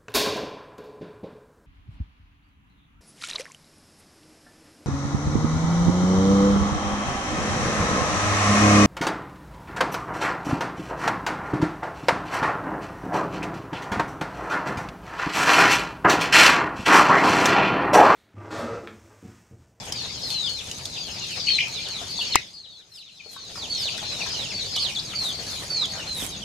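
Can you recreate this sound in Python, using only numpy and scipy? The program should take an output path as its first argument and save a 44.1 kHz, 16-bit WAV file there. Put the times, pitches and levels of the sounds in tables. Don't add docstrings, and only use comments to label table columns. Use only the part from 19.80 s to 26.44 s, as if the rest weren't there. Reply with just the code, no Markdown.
import sys
import numpy as np
from scipy import signal
from scipy.fft import rfft, irfft, next_fast_len
from scipy.io import wavfile
from scipy.ndimage import uniform_filter1d, map_coordinates

SR = 44100
rng = np.random.default_rng(int(sys.argv[2]) if len(sys.argv) > 2 else 0)


def digitize_waveform(pressure):
    field = np.atleast_2d(pressure).T
    bounded = np.clip(field, -1, 1)
    quanta = np.round(bounded * 32767).astype(np.int16)
    wavfile.write(sys.argv[1], SR, quanta)


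N = 292824

# t/s, duration/s, f/Hz, sag/(Hz/s), final dive/Hz, level/dB, left minus right/dB
NEAR_PEEPS = [(0.129, 0.13, 5160.0, 10170, 250.0, -34.5, 8), (0.413, 0.15, 5260, 5880, 250, -36.5, 11),
              (0.428, 0.057, 4520, 5000.0, 250.0, -32.0, 4.0), (0.501, 0.19, 4384, 4570, 590, -27, 10),
              (0.52, 0.06, 3340, 6400.0, 250.0, -40.5, 1.0), (0.628, 0.081, 5120, 2950, 598, -33, 15),
              (0.678, 0.14, 4540, 2570, 1930, -34, 7.0), (1.123, 0.16, 5030, 3494, 630.0, -38.5, 15),
              (1.134, 0.05, 4620, 39600, 250.0, -35, -1.0), (1.31, 0.15, 5400, 14000.0, 250.0, -39.0, 5),
              (1.4, 0.06, 3080, 5670, 350.0, -38, 2.0), (1.484, 0.084, 3370.0, 12840, 250.0, -39.0, -1),
              (1.53, 0.15, 5470, 8260, 403, -35.5, 13), (1.666, 0.11, 4620, 3970, 250.0, -21.5, 8),
              (1.915, 0.086, 4540.0, 13640, 250.0, -35, -3), (2.027, 0.049, 4960, 37400, 250.0, -32.5, 8.0),
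              (2.096, 0.11, 4580, 10400, 250.0, -34, 5.0), (2.277, 0.13, 5030, 12070, 250.0, -38, 9),
              (2.374, 0.19, 4580.0, 1543, 250.0, -34, 6), (2.387, 0.046, 3770, 20800, 200, -28, 5),
              (2.519, 0.035, 5360, 12000.0, 2690, -24.0, 2.0), (2.563, 0.073, 4100, 1200.0, 880, -36.5, -6),
              (2.727, 0.14, 5110, 7820, 1236, -30, 5), (2.738, 0.21, 4500, 4370, 250.0, -30, 4),
              (2.893, 0.14, 4560, 4100.0, 1148, -31, 5), (3.115, 0.077, 4490, 12460, 1037, -27.5, 6.5),
              (3.135, 0.1, 5620, 17500, 1520, -27, 3), (3.184, 0.12, 4180, 2120, 1570.0, -30.5, 2),
              (3.302, 0.11, 4320, 4850, 1056, -33.5, 5), (3.395, 0.0202, 2950, 16000, 350, -19.5, 10),
              (3.438, 0.15, 4550, 4850, 250.0, -31.5, 12), (3.574, 0.1, 4650, 7040, 280.0, -34.5, -1.0),
              (3.753, 0.113, 5500, 21800, 590, -31.5, 1.0), (3.895, 0.093, 4604, 3830, 250.0, -28, -2.0),
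              (3.977, 0.12, 5655, 17340, 1383, -28, -1), (4.088, 0.05, 4865, 2000.0, 250.0, -34.5, 19),
              (4.229, 0.16, 4273, 2870, 249, -33.5, 4), (4.401, 0.029, 3180, 23400, 255, -27, 3.0),
              (4.406, 0.044, 4900, 12300, 250.0, -33, 5.0), (4.501, 0.06, 5330.0, 2400.0, 653, -34, 12),
              (4.53, 0.047, 3430, 10500, 250.0, -38, -7), (4.55, 0.12, 4510, 13140, 380.0, -32, -6),
              (4.701, 0.03, 3350, 20400, 870, -32, 2.0), (4.694, 0.045, 5670.0, 20500.0, 250.0, -35, 9.0),
              (4.74, 0.091, 4670.0, 3730, 800, -31, 8), (4.861, 0.1, 5140, 1300.0, 278, -38, 14),
              (4.936, 0.044, 5150, 35800.0, 250.0, -28.5, -2.0),
              (4.983, 0.09, 4630.0, 1700.0, 1477, -26.5, -5),
              (4.991, 0.07, 5260.0, 1200.0, 1560.0, -30.5, 3),
              (5.069, 0.049, 3460, 21100, 250.0, -34.5, -7), (5.231, 0.12, 5220.0, 19600, 836, -38, 3),
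              (5.345, 0.18, 4850, 8500, 250, -28, 1.5), (5.351, 0.07, 4500, 3600, 151, -29.5, -4),
              (5.52, 0.088, 4680.0, 2000.0, 250.0, -35.5, 15), (5.661, 0.14, 4610, 4230, 200, -39.5, 4),
              (5.9, 0.16, 4754, 6300.0, 677, -24.5, -3.0), (6.091, 0.087, 4550.0, 1800.0, 250.0, -36, 7.0),
              (6.176, 0.064, 3250, 8850, 250.0, -36.5, -1.0), (6.267, 0.17, 4327, 4070, 690.0, -32.5, 1),
              (6.505, 0.054, 4170, 12400, 200, -37.5, -4), (6.615, 0.034, 3660, 23600, 250.0, -33, -5)]
# t/s, duration/s, lowest f/Hz, rise/Hz, level/dB, left minus right/dB
NEAR_TWITTERS = [(2.407, .02, 2748, 800, -28, 0), (2.657, 0.041, 3310, 450, -40, 2),
                 (2.948, 0.03, 3420, 402, -32.5, 12.5), (4.954, 0.04, 2980, 1000, -26, -1),
                 (5.147, 0.058, 3370, 2220, -27.5, 5)]
# t/s, duration/s, f/Hz, level/dB, roughness (0-1)
JOSTLED_SQUEAKS = [(1.667, 0.012, 2830, -27.5, 0.35), (1.68, 0.029, 2426, -28.5, 0.67),
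                   (1.685, 0.035, 3150, -28.5, 0.12), (1.783, 0.0098, 2434, -19.5, 0.36),
                   (1.796, 0.053, 2410, -29.5, 0.22), (1.788, 0.029, 3010, -25.5, 0.32),
                   (1.976, 0.049, 2360, -42, 0.26), (2.54, 0.014, 2074, -29, 0.55),
                   (2.557, 0.015, 2635, -22, 0.96), (5.932, .11, 2360, -52, 0.17)]
# t/s, level/dB
FLOCK_ENVELOPE = [(0, -41), (0.1, -44), (0.18, -36), (0.6, -37), (0.95, -41), (1.75, -31), (1.95, -37.5),
                  (2.25, -38), (2.45, -32), (2.85, -41), (3.3, -33.5), (3.7, -38.5), (4, -34),
                  (5.05, -34.5), (5.25, -41), (5.8, -36), (6.1, -40.5), (6.64, -41.5)]
# f/Hz, level/dB
CHORUS_SPECTRUM = [(1200, -43.5), (1900, -11), (2400, -0.5), (3100, -6.5), (4400, 3), (5100, 3),
                   (5700, 0.5), (7500, -12), (10000, -27.5)]
# t/s, level/dB
BEAK_TICKS = [(0.1227, -21.5), (0.5027, -25), (0.695, -28), (0.9133, -25.5), (0.982, -33), (1.054, -23.5),
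              (2.086, -30.5), (4.1774, -27.5), (4.962, -22), (5.6654, -32), (6.055, -32), (6.121, -34)]
# t/s, level/dB, ring f/Hz
FLOOR_KNOCKS = [(2.216, -35.5, 653), (2.39, -37.5, 1015), (3.461, -30, 515), (3.564, -28, 1229),
                (3.757, -35.5, 1280), (3.775, -35, 990), (3.835, -35.5, 764), (4.055, -38, 596),
                (4.181, -36, 1800), (4.229, -33, 804), (4.435, -32.5, 615), (4.462, -33.5, 1304),
                (4.965, -35, 978), (5.336, -35, 1850), (6.425, -31, 299)]
# f/Hz, level/dB
CONTACT_SPECTRUM = [(1000, -11), (5000, 3.5), (8000, 2), (11000, -2.5), (15000, -17.5)]
# t/s, level/dB
SHUFFLE_ENVELOPE = [(0, -41.5), (.4, -44.5), (1.1, -46), (2.5, -44), (3.9, -44.5), (4.4, -39.5),
                    (4.75, -44.5), (5.1, -45), (5.5, -41.5), (6.42, -41.5), (6.64, -49)]
# f/Hz, level/dB
LITTER_SPECTRUM = [(150, -37), (400, -2.5), (750, -1.5), (1100, -5.5), (1600, -5.5), (2500, -6), (5000, -7),
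                   (15000, -31)]
# f/Hz, level/dB
RUB_SPECTRUM = [(800, -11), (3000, -10.5), (6000, 4.5), (8000, 4), (10500, 0), (13000, -7), (15500, -27)]
# centre t/s, half duration/s, level/dB
FEATHER_BRUSHES = [(0.508, 0.041, -40.5), (2.314, 0.023, -48), (2.424, .025, -44.5), (3.166, 0.05, -34),
                   (3.533, 0.026, -32.5), (4.023, 0.043, -41), (5.46, 0.055, -41), (5.744, 0.15, -43),
                   (6.427, 0.063, -31)]
# f/Hz, level/dB
BRUSH_SPECTRUM = [(800, -6), (3000, -3), (6000, -5), (8000, 2), (11000, 1), (13500, -6.5), (15500, -19)]
# t/s, level/dB
FAN_ENVELOPE = [(0, -43.5), (1, -45.5), (3.6, -45.5), (4.3, -44), (6.1, -44), (6.64, -41)]
# f/Hz, level/dB
FAN_SPECTRUM = [(15, -16), (30, -13.5), (50, -5), (95, 0.5), (170, -0.5), (260, -6.5), (500, -12.5),
                (1000, -16.5), (3000, -62)]
# f/Hz, T60/s
BARN_T60 = [(200, 0.44), (2500, 0.24), (4500, 0.21), (10000, 0.11)]
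# f/Hz, correlation (0-1)
STEREO_CORRELATION = [(200, 0.95), (500, 0.86), (1000, 0.29), (2500, 0.19), (10000, 0.19)]
# f/Hz, level/dB
LEFT_MIC_RESPONSE = [(5000, 0), (7000, 3.5), (9000, -7.5), (12500, -15.5)]


def peep(length, hz, sag, dive, scoop=0.0453, build_s=0.01522, dive_s=.025, soft_db=2.5, fade_db=2):
    t = np.arange(int(length * SR)) / SR
    building, spent = np.exp(-t / build_s), np.exp((t - length) / dive_s)
    pitch = hz * (1 - scoop * building) - sag * t - dive * spent
    return whistle(pitch) * amp(1.2 * wobble(21.6, len(t)) - soft_db * building - fade_db * spent)


def twitter(length, low_hz, rise, turn=0.47):
    progress = np.linspace(0, 1, int(length * SR))
    return whistle(low_hz + rise * ((progress - turn) / (1 - turn)) ** 2)


def whistle(hz, waver=0.00707, rasp=0.012, flutter_db=2.0, octave_db=-27, attack=0.0053, release=0.0038):
    n = len(hz)
    t = np.arange(n) / SR
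    pitch = hz * (1 + waver * wobble(111.3, n) + rasp * wobble(898.6, n))
    phase = 2 * np.pi * np.cumsum(pitch) / SR
    tone = np.sin(phase) + amp(octave_db) * np.sin(2 * phase)
    gate = np.clip(t / attack, 0, 1) * np.clip(t[::-1] / release, 0, 1)
    return np.sqrt(2) * gate * amp(flutter_db * wobble(150, n)) * tone


def squeak(length, hz, roughness):
    n = int(length * SR)
    phase = 2 * np.pi * np.cumsum(hz * (1 + 0.17 * roughness * wobble(886, n))) / SR
    strength = amp(11.05 * roughness * wobble(200, n))
    return unit(np.sin(phase) * strength * signal.windows.tukey(n, .5))


def near_birds(even_db=-38.5, wet_slope=.5, squeak_wet_db=-4):
    direct, to_walls = np.zeros((2, 2, N))
    for call, rows in (peep, NEAR_PEEPS), (twitter, NEAR_TWITTERS):
        for start, *shape, db, left_db in rows:
            wet = amp(np.clip(wet_slope * (even_db - db), -10, 2))
            voice = amp(db) * call(*shape) / np.hypot(1, wet)
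            add(direct, start, panned(left_db) * voice)
            add(to_walls, start, wet * panned(left_db / 2) * voice)
    for start, length, hz, db, roughness in JOSTLED_SQUEAKS:
        cry = amp(db) * panned(1.9) * squeak(length, hz, roughness)
        add(direct, start, cry)
        add(to_walls, start, amp(squeak_wet_db) * cry)
    return direct + barn(to_walls)


def far_birds(count=190, voices_db=-2, blur_db=-3.0, direct_db=-4, sag_share=.65):
    direct = np.zeros((2, N))
    for when, span, high, fall, loud, side in rng.random((count, 6)):
        length, hz = .04 + .12 * span, 3400 + 2000 * high
        drop_hz = hz * (.15 + .27 * fall)
        voice = peep(length, hz, sag=sag_share * drop_hz / length, dive=(1 - sag_share) * drop_hz)
        add(direct, when * N / SR, amp(7.8 * loud) * panned(12 * (side - .5)) * voice)
    voices = amp(voices_db) * unit(amp(direct_db) * direct + barn(direct))
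    blur = amp(blur_db) * rush(CHORUS_SPECTRUM, patchy_db=4)
    return amp(curve(FLOCK_ENVELOPE)) * panned(2.2) * (voices + blur)


def camera_peck(start=2.5561, port_hz=1030, port_s=0.00236, case_hz=370, mount_hz=85):
    out, t = np.zeros((2, N)), np.arange(SR // 10) / SR
    port = np.sin(2 * np.pi * port_hz * t) * (t < port_s) * abs(np.sin(np.pi * t / port_s)) ** 0.35
    crack = contact_noise(len(t)) * np.exp(-t / .0024)
    case = np.sin(2 * np.pi * case_hz * t) * np.exp(-t / 0.002)
    mount = .09 * np.sin(2 * np.pi * mount_hz * t) * np.exp(-t / 0.0083)
    add(out, start, panned(26) * port + amp(-6) * crack + amp(-11.5) * panned(3.5) * (case + mount))
    return out


def pecking(tick_hz=4546, tick_db=7.0, knock_db=8, scratch_db=-37, scratches=45, wet_db=-8):
    out = np.zeros((2, N))
    for start, db in BEAK_TICKS:
        add(out, start, amp(db + tick_db) * contact(tick_hz, t60=0.023, crack=0.79, rise_s=0.001))
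    for start, db, hz in FLOOR_KNOCKS:
        add(out, start, amp(db + knock_db) * contact(hz, t60=0.07, crack=0.38, rise_s=0.00021))
    for when, size, high in rng.random((scratches, 3)):
        scratch = contact(4500 + 2500 * high, t60=.016, crack=2.5, rise_s=0.00048)
        add(out, when * N / SR, amp(scratch_db + 8 * size) * scratch)
    return out + amp(wet_db) * barn(out)


def contact(hz, t60, crack, rise_s):
    t = np.arange(SR // 8) / SR
    mode_hz = hz * np.exp(.22 * rng.standard_normal((5, 1)))
    ring = unit(np.sin(2 * np.pi * mode_hz * t).sum(0)) * panned(2.3)
    noise = crack * panned(-4) * contact_noise(len(t))
    blow = (ring + noise) * (1 - np.exp(-t / rise_s)) * np.exp(-np.log(1000) * t / t60)
    return blow / abs(blow).max()


def contact_noise(size):
    colour = amp(along(CONTACT_SPECTRUM, np.fft.rfftfreq(size, 1 / SR)))
    return unit(irfft(rfft(rng.standard_normal((2, size))) * colour, size))


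def rustling(feather_db=-48, grain_db=3):
    t = np.arange(N) / SR
    shuffling = amp(curve(SHUFFLE_ENVELOPE) + 2.37 * wobble(35, N))
    feet = shuffling * panned(3.3) * rush(LITTER_SPECTRUM, patchy_db=3.0)
    rub = amp(feather_db + 2.4 * wobble(14, N)) * rush(RUB_SPECTRUM, patchy_db=3.0)
    passes = sum(amp(db) * np.exp(-((t - centre) / half) ** 2) for centre, half, db in FEATHER_BRUSHES)
    brush = passes * rush(BRUSH_SPECTRUM, patchy_db=3.5)
    catching = unit(amp(grain_db * wobble(600, N)))
    return feet + panned(-5) * catching * (rub + brush)


def fan():
    return amp(curve(FAN_ENVELOPE)) * panned(0.78) * rush(FAN_SPECTRUM, patchy_db=.5)


def cricket(chirps_per_s=11.4, hz=6530, sweep=0.0735, scatter=0.015, stroke_s=0.01, spacing_s=.015):
    out, progress = np.zeros((2, N)), np.linspace(0, 1, int(stroke_s * SR))
    for chirp in range(80):
        for stroke, stroke_db in enumerate([-4, 0, -6]):
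            late, size, sharp = rng.standard_normal(3)
            pitch = hz * (1 + sweep * (.5 - progress) + scatter * sharp)
            scrape = np.sin(np.pi * progress) * np.sin(2 * np.pi * np.cumsum(pitch) / SR)
            start = 0.069 + chirp / chirps_per_s + stroke * spacing_s + 0.0022 * late
            add(out, start, amp(stroke_db + 2 * size) * scrape)
    return amp(-49) * unit(out + amp(-3) * barn(out))


def barn(x, width=0.92):
    hz, t, noise = signal.stft(rng.standard_normal((2, SR // 2)), SR, nperseg=256)
    decay = amp(-60 * t / along(BARN_T60, hz)[:, None])
    mid, side = signal.istft(noise * decay, SR, nperseg=256)[1]
    predelay = SR // 300
    tail = np.pad([mid + width * side, mid - width * side], ((0, 0), (predelay, 0)))
    return signal.fftconvolve(x, tail / np.linalg.norm(tail[0]), axes=1)[:, :N]


def rush(spectrum, patchy_db):
    def mid_side_gains(hz):
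        angle = np.arccos(np.clip(along(STEREO_CORRELATION, hz), -1, 1)) / 2
        return amp(along(spectrum, hz)) * [np.cos(angle), np.sin(angle)]

    noise = signal.stft(rng.standard_normal((2, N)), nperseg=512)[2]
    patches = uniform_filter1d(rng.standard_normal(noise.shape[1:]), size=5, axis=0)
    patches = uniform_filter1d(patches, size=7, axis=1)
    pair = signal.istft(noise * amp(patchy_db * unit(patches)), nperseg=512)[1][:, :N]
    mid, side = filtered(pair, mid_side_gains)
    return unit(np.array([mid + side, mid - side]))


def gain_control(x, threshold=.4, depth_db=21, hold_s=0.65, recovery_s=0.45, lag_s=0.17):
    low_band = abs(filtered(x, lambda hz: 1 / (1 + (hz / 1500) ** 8))).max(0)
    t = np.arange(N) / SR
    since_overload = t - np.maximum.accumulate(np.where(low_band > threshold, t, -np.inf))
    cut_db = depth_db * np.clip(1 - (since_overload - hold_s) / recovery_s, 0, 1)
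    pole = np.exp(-1 / (lag_s * SR))
    return x * amp(-signal.lfilter([1 - pole], [1, -pole], cut_db))


def amp(db):
    return 10 ** (np.asarray(db) / 20)


def unit(x):
    return x / np.sqrt(np.mean(x ** 2) + 1e-20)


def along(points, hz):
    freqs, values = np.transpose(points)
    return np.interp(np.log(hz + 1), np.log(freqs), values)


def curve(rows):
    return np.interp(np.arange(N) / SR, *np.transpose(rows))


def wobble(rate, size):
    knots = rng.standard_normal(int(size * rate / SR) + 4)
    return map_coordinates(knots, [np.arange(size) * rate / SR])


def filtered(x, response):
    size = next_fast_len(N + SR // 2)
    return irfft(rfft(x, size) * response(np.fft.rfftfreq(size, 1 / SR)), size)[..., :N]


def panned(left_db):
    return unit(amp([[left_db / 2], [-left_db / 2]]))


def add(track, start, sound):
    rest = track[:, max(round(start * SR), 0):]
    rest[:, :sound.shape[-1]] += sound[..., :rest.shape[-1]]


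def scene():
    return near_birds() + far_birds() + cricket() + pecking() + camera_peck() + rustling() + fan()


def record(dry, top_hz=15400):
    heard = filtered(dry, lambda hz: amp([along(LEFT_MIC_RESPONSE, hz), np.zeros_like(hz)]))
    clipped = np.clip(gain_control(heard), -1, 1)
    return filtered(clipped, lambda hz: 1 / np.sqrt(1 + (hz / top_hz) ** 120))


dry = scene()
out = record(dry)
digitize_waveform(out)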